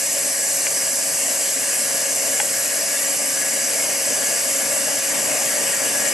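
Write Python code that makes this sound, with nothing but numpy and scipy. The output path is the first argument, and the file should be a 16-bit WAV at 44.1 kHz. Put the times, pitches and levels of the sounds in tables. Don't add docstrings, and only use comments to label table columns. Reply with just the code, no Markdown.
import sys
import numpy as np
from scipy import signal
from scipy.fft import rfft, irfft, next_fast_len
from scipy.io import wavfile
from scipy.ndimage import uniform_filter1d, map_coordinates

SR = 44100
rng = np.random.default_rng(int(sys.argv[2]) if len(sys.argv) > 2 else 0)


def wav_out(sig):
    wavfile.write(sys.argv[1], SR, np.round(np.clip(np.atleast_2d(sig).T, -1, 1) * 32767).astype(np.int16))


def field_ratio(decibels):
    return 10 ** (np.asarray(decibels, dtype=float) / 20)


N = 270333

SPEEDS = [18.499, 14.801, 45.702, 278.2, 60.1]
DRIVE_HZ, IDLER_HZ, MOTOR_HZ, PUMP_HZ, MAINS_HZ = SPEEDS
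MESH_HZ = 64 * DRIVE_HZ


def unit(x):
    return x / np.sqrt(np.mean(x ** 2) + 1e-20)


def along(points, hz):
    f, v = np.transpose(points)
    return np.interp(np.log(hz + 1), np.log(f + 1), v)


def wobble(rate):
    coarse = np.arange(0, N + 64, 64)
    knots = rng.standard_normal(int(N * rate / SR) + 4)
    return np.interp(np.arange(N), coarse, map_coordinates(knots, [coarse * rate / SR]))


def patchy_noise(patchy_db):
    z = signal.stft(rng.standard_normal((2, N + SR)), nperseg=512)[2]
    field = rng.standard_normal(z.shape[1:])
    field = uniform_filter1d(uniform_filter1d(field, size=6, axis=0), size=10, axis=1)
    return signal.istft(z * field_ratio(patchy_db * unit(field)), nperseg=512)[1]


def turn_comb(hz):
    # (frequency [Hz], share [0-1])
    repeat = [(600, 0.2), (1400, 0.36), (3000, 0.36), (5500, 0.25), (8000, 0.43), (12000, 0)]
    again = np.clip(along(repeat, hz), 0, .9)
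    return np.sqrt(1 - again ** 2) / (1 - again * np.exp(-2j * np.pi * hz / DRIVE_HZ))


def stereo_field(a, b, hz):
    # (frequency [Hz], correlation, clipped to -1..1)
    alike = [(60, -1.02), (110, -0.052), (200, 0.79), (360, 0.86), (660, 0.77), (1210, 0.85), (2210, 0.81),
             (4020, 0.84), (7340, 1), (13400, 0.98)]
    # (frequency [Hz], level difference [dB])
    left_over_right = [(60, 2.0), (91, 6.0), (140, 9.5), (210, 10.0), (320, 9.5), (480, 4.5), (730, 7.5),
                       (1100, 5.5), (1670, 8.0), (2530, 11.0), (3840, -2.0), (5820, -1.0), (8830, 0.0),
                       (13400, 0.0)]
    # (frequency [Hz], phase [rad])
    lead = [(0, 0.52), (4480, -0.11), (6120, -0.66), (9130, -0.56), (9990, 0.32), (11100, 0.61),
            (13500, 0.23)]
    angle = np.arccos(np.clip(along(alike, hz), -1, 1)) / 2
    tilt = field_ratio(along(left_over_right, hz) / 2) * np.exp(.5j * along(lead, hz))
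    left = tilt * (a * np.cos(angle) + b * np.sin(angle))
    right = (a * np.cos(angle) - b * np.sin(angle)) / tilt
    return np.array([left, right]) / ((abs(tilt) + 1 / abs(tilt)) / 2)


def ringing(spectrum, centres, modes, patchy_db):
    pair = patchy_noise(patchy_db)
    m = next_fast_len(pair.shape[1])
    hz = np.fft.rfftfreq(m, 1 / SR)
    peaks = sum(field_ratio(2 * db) / (1 + (2 * (hz - c) / width) ** 2) for c, (width, db) in zip(centres, modes))
    colour = field_ratio(along(spectrum, hz)) * np.sqrt(1 + peaks)
    a, b = rfft(pair, m) * colour * turn_comb(hz)
    ports = irfft(stereo_field(a, b, hz), m)[:, SR // 2:][:, :N]
    return ports / np.sqrt(np.mean(ports.mean(axis=0) ** 2))


def clicks():
    # (time [s], peak of the direct ring before port gain [dB], centre [Hz], spread [octaves])
    taps = [(0.6675, -10, 2360, 0.38), (2.3735, -22, 2730, 0.51), (2.4006, -5.5, 1900, 0.77)]
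    # (frequency [Hz], level [dB], 60 dB decay time [s])
    click_modes = [(600, 9, .04), (816, 17.5, 0.037), (940, 9, 0.034), (1550, 14.5, 0.012),
                   (2030, 9, 0.018), (2390, 8, .02), (2820, 6, 0.024), (3340, 1, 0.033)]
    out, t = np.zeros(N + SR), np.arange(SR // 10) / SR
    for start_s, peak_db, centre_hz, spread in taps:
        ring = np.zeros(len(t))
        for k, (hz, level, t60) in enumerate(click_modes):
            off_centre_db = 3.9 * (np.log2(hz / centre_hz) / spread) ** 2
            decay = field_ratio(level - off_centre_db - 60 * t / t60 + rng.normal(0, 1.5))
            ring += (-1) ** k * decay * np.sin(2 * np.pi * hz * t)
        ring *= 1 - np.exp(-t / .0003)
        echo = np.pad(ring, (520, 0))[:len(t)]
        out[round(start_s * SR):][:len(t)] += field_ratio(peak_db) * (ring + 0.19 * echo) / abs(ring).max()
    return out[:N] * field_ratio(np.array([[2.5], [-3.5]]))


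def gears(load_db):
    tone_hz = [2 * MAINS_HZ, 10 * IDLER_HZ, PUMP_HZ, 2 * PUMP_HZ, 12 * MOTOR_HZ, MESH_HZ - MOTOR_HZ,
               MESH_HZ, MESH_HZ + MOTOR_HZ, 2 * MESH_HZ, 4 * MESH_HZ - MOTOR_HZ, 4 * MESH_HZ, 384 *
               IDLER_HZ, 384 * IDLER_HZ + 12 * MOTOR_HZ]
    # (mid rms halfway down the cut [dB], left over right [dB], pitch unsteadiness [Hz])
    tone_levels = [(-61.5, 10, .1), (-61.5, 14, 0.12), (-48, 12, 0.25), (-48, 0, 0.22), (-38, 3, 0.044),
                   (-54.5, 17, 0.16), (-51, -3, 0.076), (-73, -10, 0.23), (-50, 48, 0.35), (-65, -5, 0.2),
                   (-42.5, -9.5, 0.71), (-43.5, 2, 0.85), (-42.5, 3, 0.77)]
    out = np.zeros((2, N))
    for hz, (db, pan_db, drift_hz) in zip(tone_hz, tone_levels):
        phase = 2 * np.pi * (rng.random() + np.cumsum(hz + drift_hz * wobble(2.51)) / SR)
        strength = np.sqrt(2) * field_ratio(db + load_db + 0.88 * wobble(3.42))
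        ports = field_ratio(np.array([[pan_db], [-pan_db]]) / 2)
        out += strength * np.sin(phase) * ports / ports.mean()
    return out


def drone(t, swell, surge, throb):
    # (frequency [Hz], relative level [dB per Hz])
    drone_colour = [(20, -40), (45, -14), (81, -25.5), (152, -9.5), (195, -13), (273, -6.5), (313, -10.5),
                    (396, -11.5), (468, -10), (520, -8.5), (560, -4.5), (776, -7), (1250, -12.5),
                    (1400, -63.5), (1800, -72)]
    casing_hz = [228, 272, 473, 594, 658, 728]
    # (width [Hz], level over the drone [dB])
    casing = [(10.9, 3), (43, -1), (30.6, 7), (28, 8.5), (16.8, 8), (22, -4)]
    level_db = -36 + 0.6858 * t + 0.46 * swell + surge + 0.9 * throb
    return field_ratio(level_db) * ringing(drone_colour, casing_hz, casing, patchy_db=1.28)


def fizz(throb):
    # (frequency [Hz], relative level [dB per Hz])
    fizz_colour = [(5880, -30), (10000, -3.5), (11000, 4.5), (11400, 3.5), (12000, -7.5), (13100, -8.5),
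                   (13600, -49)]
    level_db = -29 + 0.3 * throb + 0.16 * wobble(21)
    return field_ratio(level_db) * ringing(fizz_colour, [], [], patchy_db=1.63)


def hiss(throb):
    # (frequency [Hz], relative level [dB per Hz])
    hiss_colour = [(2120, -37), (3600, -20.5), (4220, -16.5), (4650, -6), (4940, -10), (5220, -3.5),
                   (5640, -3), (6250, -3), (6810, -1.5), (7380, -1), (8180, 2.5), (10000, -8.5),
                   (13000, -35), (22000, -120)]
    head_hz = [3828, 3944, 4218, 4770, 5179, 5383, 6065, 6475, 7104, 7177, 7342, 7658, 7915, 8691, 9418]
    # (width [Hz], level over the hiss [dB])
    head = [(24, 1), (41.3, 10.5), (52, 10.5), (133, 2), (48.4, 5.5), (25, 2), (66, 7), (31, 7.5), (6, 8),
            (116, 5), (49, 8), (58, 4), (83.5, 4), (42, 5), (36, 9)]
    level_db = -22.5 + .1 * throb + 0.11 * wobble(24.97)
    return field_ratio(level_db) * ringing(hiss_colour, head_hz, head, patchy_db=1.34)


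def rasp(t, swell, surge, throb):
    # (frequency [Hz], relative level [dB per Hz])
    rasp_colour = [(740, -17), (1250, -20), (1340, -5), (1690, 0.5), (1780, -5), (1900, 0), (2610, -6.5),
                   (2850, -0.5), (3410, -12.5), (4000, -13.5), (5200, -43), (8800, -120)]
    block_hz = [1684, 1867, 1948, 2164, 2239, 2314, 2496, 2554, 2736, 2832, 2942, 3048, 3221, 3255, 3569]
    # (width [Hz], level over the rasp [dB])
    block = [(15.5, 11.5), (12, 10.5), (11, 7.5), (12, 12.5), (12, 7), (13, 8.5), (13, 11), (10, 11),
             (13, 10), (13, 4), (13.1, 7), (23, 3), (11, 7), (10, 9.5), (15, 14.5)]
    level_db = -34 + 0.73 * t + 0.44 * swell + 0.29 * surge + 0.62 * throb
    return field_ratio(level_db) * ringing(rasp_colour, block_hz, block, patchy_db=1.47)


def scene():
    t = np.arange(N) / SR
    surge = .6 * wobble(8)
    swell = wobble(1.66)
    throb = np.sin(2 * np.pi * DRIVE_HZ * t)
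    tones = gears(0.7 * (t - t.mean()))
    background = clicks() + tones + drone(t, swell, surge, throb)
    return background + fizz(throb) + hiss(throb) + rasp(t, swell, surge, throb)


def band_limit(x):
    return signal.sosfilt(signal.butter(12, 13980, fs=SR, output="sos"), x)


def record(dry):
    low_cut = signal.butter(2, 50, "high", fs=SR, output="sos")
    mix = signal.sosfilt(low_cut, dry)
    return band_limit(mix)


dry = scene()
out = record(dry)
wav_out(out)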